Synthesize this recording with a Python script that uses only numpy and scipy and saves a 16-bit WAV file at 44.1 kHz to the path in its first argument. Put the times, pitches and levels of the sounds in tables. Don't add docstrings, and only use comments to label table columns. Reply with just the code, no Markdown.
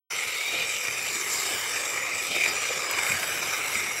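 import sys
import numpy as np
from scipy import signal
from scipy.fft import rfft, irfft, next_fast_len
from scipy.io import wavfile
from scipy.ndimage import uniform_filter1d, map_coordinates

SR = 44100
rng = np.random.default_rng(int(sys.argv[2]) if len(sys.argv) > 2 else 0)


def master(y):
    cut = np.clip(np.atleast_2d(y).T, -1, 1)
    pcm = np.round(cut * 32767)
    wavfile.write(sys.argv[1], SR, pcm.astype(np.int16))


N = 176400


def gears():
    # time_s, level_db
    low_mids = [(0.12, -47), (0.49, -47), (0.55, -39), (0.72, -46.5), (1.45, -44), (1.52, -37.5),
                (1.6, -47), (1.82, -42), (2.29, -45), (2.36, -36), (2.44, -44), (2.48, -38), (2.59, -42.5),
                (2.69, -44.5), (2.71, -31.5), (2.72, -40.5), (3.4, -42), (4.0, -45.5)]
    mids = [(0.12, -39.5), (0.51, -43.5), (0.53, -40), (0.82, -43), (0.84, -40.5), (1.08, -41.5),
            (1.15, -39), (1.66, -36.5), (1.7, -39), (1.74, -34.5), (1.89, -39.5), (1.95, -36),
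            (2.28, -41.5), (2.45, -42.5), (2.46, -34.5), (2.51, -37.5), (2.65, -36), (2.68, -38.5),
            (3.05, -32.5), (3.5, -37), (3.53, -31.5), (3.56, -36), (3.86, -37.5), (4.0, -40.5)]
    whir = [(0.12, -36), (0.23, -29), (0.24, -34), (0.62, -30.5), (0.84, -35), (0.89, -33), (0.9, -33.5),
            (1.75, -36.5), (1.77, -30), (1.78, -37), (2.13, -30.5), (2.29, -36), (2.44, -23.5), (2.54, -37),
            (2.56, -32), (2.89, -35), (3.0, -30), (3.03, -33), (3.12, -28.5), (3.17, -36), (3.67, -32),
            (3.7, -37), (3.76, -29.5), (4.0, -35)]
    upper_mids = [(0.12, -43), (0.16, -36), (0.23, -39.5), (0.63, -32.5), (0.68, -41), (0.77, -33.5),
                  (0.79, -40.5), (1.06, -42), (1.09, -33), (1.1, -41.5), (1.35, -40.5), (1.48, -35.5),
                  (2.1, -44), (2.31, -37), (2.32, -32.5), (2.51, -39), (2.7, -37), (2.87, -42.5),
                  (2.9, -38), (3.74, -39), (3.98, -43), (4.0, -48)]
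    low_treble = [(0.12, -36), (0.23, -42), (0.95, -38), (0.96, -41), (1.22, -37), (1.26, -42),
                  (1.32, -34.5), (1.65, -40), (1.76, -34), (1.78, -39), (2.11, -42.5), (2.13, -40),
                  (2.48, -37), (2.49, -31), (2.52, -37.5), (3.32, -39), (3.55, -35.5), (3.62, -43),
                  (3.75, -37.5), (3.89, -40), (3.99, -36.5), (4.0, -38)]
    treble = [(0.12, -50), (0.21, -37), (0.25, -43), (0.64, -43.5), (0.71, -36.5), (0.91, -44),
              (1.19, -34.5), (1.23, -43), (1.33, -32.5), (1.66, -41), (1.88, -36), (2.12, -44.5),
              (2.15, -36.5), (2.3, -43), (2.49, -37), (2.51, -47), (2.54, -37.5), (2.92, -40), (3.1, -35),
              (3.21, -42.5), (3.73, -42), (3.77, -35.5), (3.83, -43), (4.0, -44)]
    fizz = [(0.12, -42.5), (0.65, -43.5), (1.19, -41), (1.31, -37.5), (1.95, -43), (2.12, -48.5),
            (2.25, -39), (2.29, -43), (2.49, -40), (2.5, -43), (2.89, -45.5), (2.91, -42), (2.94, -45),
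            (3.09, -36), (3.18, -41), (3.2, -36.5), (3.44, -41), (3.58, -39.5), (3.6, -42.5), (3.73, -37.5),
            (3.86, -42.5), (4.0, -41)]
    edges_hz = [250, 800, 1900, 2700, 4400, 6500, 8400, 15500]
    trims_db = [-0.39, -0.85, -0.97, -0.31, -0.14, 0.63, -0.39]
    contacts_per_s, spread_db, rub_db = 2200, 3, 1
    contacts = (rng.random(N) < contacts_per_s / SR) * amp(spread_db * rng.standard_normal(N))
    contacts *= rng.choice([-1, 1], N)
    rubbing = amp(rub_db) * rng.standard_normal(N)
    judder = amp(0.86 * wobble(knots_per_s=98))
    drive = (unit(contacts) + rubbing) * judder
    chatter = wandering_colour(signal.fftconvolve(drive, impulse_response(shell_gain))[:N])
    highpass = lambda hz, edge: 1 - 1 / (1 + (hz / edge) ** 24)
    envelopes = [low_mids, mids, whir, upper_mids, low_treble, treble, fizz]
    out = np.zeros(N)
    for envelope, trim_db, low, high in zip(envelopes, trims_db, edges_hz, edges_hz[1:-1] + [SR / 2]):
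        band = filtered(chatter, lambda hz: highpass(hz, low) - highpass(hz, high))
        out += amp(curve(envelope) + trim_db) * levelled(band)
    return out


def shell_gain(hz):
    # centre_hz, width_hz, gain_db
    modes = [(483, 220, -18.5), (1268, 99, -9.5), (1610, 200, -11), (2145, 390, -3), (2403, 122, -1.5),
             (2950, 210, -10), (3703, 220, -9.5), (4874, 200, -12), (5840, 730, -15), (7030, 250, -14),
             (7870, 480, -13.5), (11460, 490, -20.5), (12640, 230, -19.5), (13800, 400, -24)]
    # frequency_hz, gain_db
    rasp = [(120, -32), (260, -25), (380, -17), (900, -15), (2600, -9.5), (3300, -18), (4300, -16.5),
            (8000, -17), (10200, -19), (12500, -24.5), (15600, -29.5)]
    power = sum(amp(db) ** 2 / (1 + 2 * ((hz - centre) / width) ** 2) ** 2 for centre, width, db in modes)
    return np.sqrt(power + amp(along(rasp, hz)) ** 2)


def wandering_colour(x):
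    # time_s, centre_hz, gain_db
    hum_peak = [(.12, 474, 6), (.6, 500, 4.5), (.85, 530, 8.5), (1.0, 434, -1), (1.16, 380, 15.5),
                (1.4, 426, 5), (1.52, 380, 6.5), (1.85, 540, 6.5), (2.25, 520, 3.5), (2.37, 340, 6),
                (2.55, 426, 0), (2.71, 540, 8.5), (3.1, 450, -0.5), (4.0, 490, 3)]
    mid_peak = [(.12, 1390, 6.1), (.4, 1290, 1), (1.0, 1310, 3), (1.4, 1240, 5.2), (1.65, 1130, 2.7),
                (1.9, 1200, 4), (2.25, 1240, 2.9), (2.5, 1230, 1.4), (2.85, 1160, 9.5), (3.0, 1040, 9.4),
                (3.13, 1650, 4), (3.5, 1550, 1), (4.0, 1350, 1.1)]
    mid_hollow = [(.12, 1680, -7), (.7, 1620, -5), (1.15, 1470, -3), (1.45, 1420, -7.5), (1.75, 1410, -2.5),
                  (2.15, 1620, -11), (2.4, 1700, -3), (3.0, 1520, 0.5), (3.6, 1900, -5), (4.0, 1650, -0.5)]
    high_hollow = [(.12, 4840, -7), (.5, 4730, 1), (.8, 4450, -6.5), (.95, 4180, -6), (1.1, 4400, 7),
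                   (1.36, 3850, -2), (1.55, 4000, -7.5), (2.1, 4030, -1), (2.35, 4250, -1),
                   (2.85, 4130, -1), (3.25, 4060, -7), (3.38, 4720, -14), (3.8, 4580, -6), (4.0, 4680, -3)]
    rasp_peak = [(.12, 5860, 4), (.55, 5150, -1), (.8, 5850, 7), (.98, 5230, 5), (1.2, 5850, 2),
                 (1.33, 4870, 3), (1.7, 5650, 3), (2.02, 5550, 2), (2.3, 4940, 2), (2.5, 4970, 4),
                 (2.66, 5800, 6), (2.87, 5060, 9), (2.96, 5100, 9), (3.15, 5370, -1), (3.4, 6000, 2),
                 (3.7, 5660, 3), (4.0, 5700, 15)]
    # time_s, centre_hz
    whir_peak = [(0.12, 2080), (0.62, 2420), (0.85, 2280), (0.95, 2560), (1.22, 2200), (1.24, 2120),
                 (1.58, 2270), (1.63, 2150), (1.76, 2410), (2.0, 2310), (2.08, 2450), (2.95, 2300),
                 (3.05, 2060), (3.33, 2390), (3.71, 2190), (4.0, 2200)]
    hiss_peak = [(0.12, 7380), (0.17, 7500), (1.09, 7400), (1.17, 6970), (1.26, 7600), (1.33, 7300),
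                 (1.5, 7630), (1.57, 7100), (1.72, 7750), (1.96, 7350), (1.99, 6900), (2.14, 7800),
                 (2.51, 7400), (2.55, 7080), (2.68, 7550), (2.75, 7130), (3.24, 7800), (3.56, 7260),
                 (3.63, 7640), (4.0, 7600)]
    widths_hz = [51, 90, 138, 171, 180, 100, 172]
    # frequency_hz, depth_db
    patch_depth = [(300, 1.45), (2300, 1.57), (4000, 2.5), (8000, 3), (11000, 3), (15000, 5)]
    patch_hz, patch_s, whir_db, hiss_db = 71.5, 0.019, 6.5, 8.5
    hz, t, spectra = signal.stft(x, SR, nperseg=1024)
    bell = lambda axis, centre, span: np.exp(-.5 * ((axis[:, None] - centre) / span) ** 2)
    patches = bell(hz, hz, patch_hz) @ rng.standard_normal(spectra.shape) @ bell(t, t, patch_s)
    colour_db = along(patch_depth, hz)[:, None] * unit(patches)
    tracks = [hum_peak, mid_peak, mid_hollow, high_hollow, rasp_peak]
    for peak, db in [(whir_peak, whir_db), (hiss_peak, hiss_db)]:
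        tracks.append([(s, centre, db) for s, centre in peak])
    for track, width in zip(tracks, widths_hz):
        s, centre, db = np.transpose(track)
        colour_db += np.interp(t, s, db) * bell(hz, np.interp(t, s, centre), width)
    return signal.istft(spectra * amp(colour_db), SR, nperseg=1024)[1][:N]


def rattles():
    # start_s, relative_db
    knocks = [(0.2222, -26), (0.4102, -21), (0.8498, -20.5), (0.8822, -15.5), (0.9916, -20.5),
              (1.7597, -19), (1.836, -19), (1.9762, -18.5), (2.2499, -20.5), (2.3623, -17.5), (2.3838, -18),
              (2.4096, -18), (2.4361, -16), (2.4599, -14.5), (2.4845, -15), (2.6516, -19), (2.935, -19.5),
              (2.9874, -12), (3.0656, -18.5), (3.1186, -14.5), (3.5057, -20), (3.7542, -15)]
    ring_hz, ring_rise_s, lowpass_hz = 2342, 0.0015, 4000
    response = impulse_response(lambda hz: shell_gain(hz) / np.sqrt(1 + (hz / lowpass_hz) ** 2))
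    out = np.zeros(N)
    for start_s, db in knocks:
        t = np.maximum(np.arange(N) / SR - start_s, 0)
        pitch_hz = ring_hz * (1 + 0.022 * rng.standard_normal())
        envelope = t / ring_rise_s * np.exp(1 - t / ring_rise_s)
        out += amp(db - 4) * envelope * np.sin(2 * np.pi * pitch_hz * t)
        out += impact(start_s, db - 5.5, response, rise_s=0.001, t60_s=0.029)
    return out


def ticks():
    # start_s, peak_db, centre_hz
    contacts = [(1.362, -24, 6500), (2.912, -19, 11500)]
    width_hz = 3200
    bright = lambda centre: impulse_response(lambda hz: 1 / (1 + ((hz - centre) / width_hz) ** 2))
    return sum(impact(s, db, bright(centre), rise_s=0.0001, t60_s=0.0074) for s, db, centre in contacts)


def wheels():
    # frequency_hz, gain_db
    table_top = [(20, -13), (30, -24), (45, -25), (58, -22), (75, -5.5), (90, 1), (130, -2), (200, -3.5),
                 (260, -5.5), (400, -12), (900, -64)]
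    # time_s, relative_db
    rumble = [(0.12, -55.5), (0.44, -63.5), (0.63, -50), (0.67, -56), (2.28, -53.5), (2.29, -51),
              (2.6, -54.5), (3.04, -54), (3.13, -50), (3.2, -49.5), (3.93, -51.5), (4.0, -53)]
    # start_s, relative_db, centre_hz
    bumps = [(0.248, -43, 124), (0.558, -44, 258), (0.629, -49, 137), (0.875, -38, 143), (1.14, -45, 237),
             (1.529, -39, 191), (1.918, -52, 99.6), (1.991, -48, 116), (2.29, -36, 258),
             (2.473, -38.5, 240), (2.74, -42, 113), (3.085, -33, 131), (3.127, -35, 96.9),
             (3.353, -44, 129), (3.609, -42, 86.1), (3.753, -33.5, 137)]
    bump_width_hz = 74
    wood = lambda hz: amp(along(table_top, hz))
    rolling = filtered(rng.standard_normal(N), wood) * amp(1.8 * wobble(knots_per_s=22.42))
    out = unit(rolling) * amp(curve(rumble) - 1.5)
    for start_s, db, centre in bumps:
        thud = impulse_response(lambda hz: wood(hz) / np.sqrt(1 + ((hz - centre) / bump_width_hz) ** 2))
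        out += impact(start_s, db - 3, thud, rise_s=0.008, t60_s=0.12)
    return out


def impact(start_s, peak_db, response, rise_s, t60_s):
    t = np.arange(SR // 4) / SR
    burst = rng.standard_normal(len(t)) * (1 - np.exp(-t / rise_s)) * amp(-60 * t / t60_s)
    ring = signal.fftconvolve(burst, response)
    return np.pad(amp(peak_db) * ring / np.abs(ring).max(), (round(start_s * SR), N))[:N]


def impulse_response(gain, size=4096):
    cepstrum = irfft(np.log(gain(np.fft.rfftfreq(size, 1 / SR)) + 1e-6))
    cepstrum[1:size // 2] *= 2
    cepstrum[size // 2 + 1:] = 0
    return irfft(np.exp(rfft(cepstrum)))


def filtered(x, gain):
    size = next_fast_len(N + SR // 2)
    return irfft(rfft(x, size) * gain(np.fft.rfftfreq(size, 1 / SR)), size)[..., :N]


def amp(db):
    return 10 ** (np.asarray(db) / 20)


def unit(x):
    return x / np.sqrt(np.mean(x ** 2) + 1e-20)


def levelled(x):
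    return x / np.sqrt(np.abs(uniform_filter1d(x ** 2, 3300)) + 1e-20)


def along(rows, hz):
    knots_hz, values = np.transpose(rows)
    return np.interp(np.log(hz + 1), np.log(knots_hz + 1), values)


def curve(rows):
    return np.interp(np.arange(N) / SR, *np.transpose(rows))


def wobble(knots_per_s):
    return map_coordinates(rng.standard_normal(4096), [np.arange(N) * knots_per_s / SR], mode="wrap")


def scene():
    # frequency_hz, gain_db
    width = [(100, -60), (1400, -50), (2800, -68), (3800, -24), (6000, -54.5), (8000, -50), (10500, -21),
             (14000, -18)]
    mid = gears() + rattles() + ticks() + wheels()
    noise = rng.standard_normal(SR // 50)
    decorrelated = signal.fftconvolve(mid, noise / np.linalg.norm(noise))[:N]
    side = filtered(decorrelated, lambda hz: amp(along(width, hz)))
    return np.array([mid + side, mid - side])


def record(dry):
    start_s, fade_s, top_hz = 0.1, 0.011, 15750
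    fade_in = np.clip((np.arange(N) / SR - start_s) / fade_s, 0, 1)
    return filtered(dry * fade_in, lambda hz: hz < top_hz)


dry = scene()
out = record(dry)
master(out)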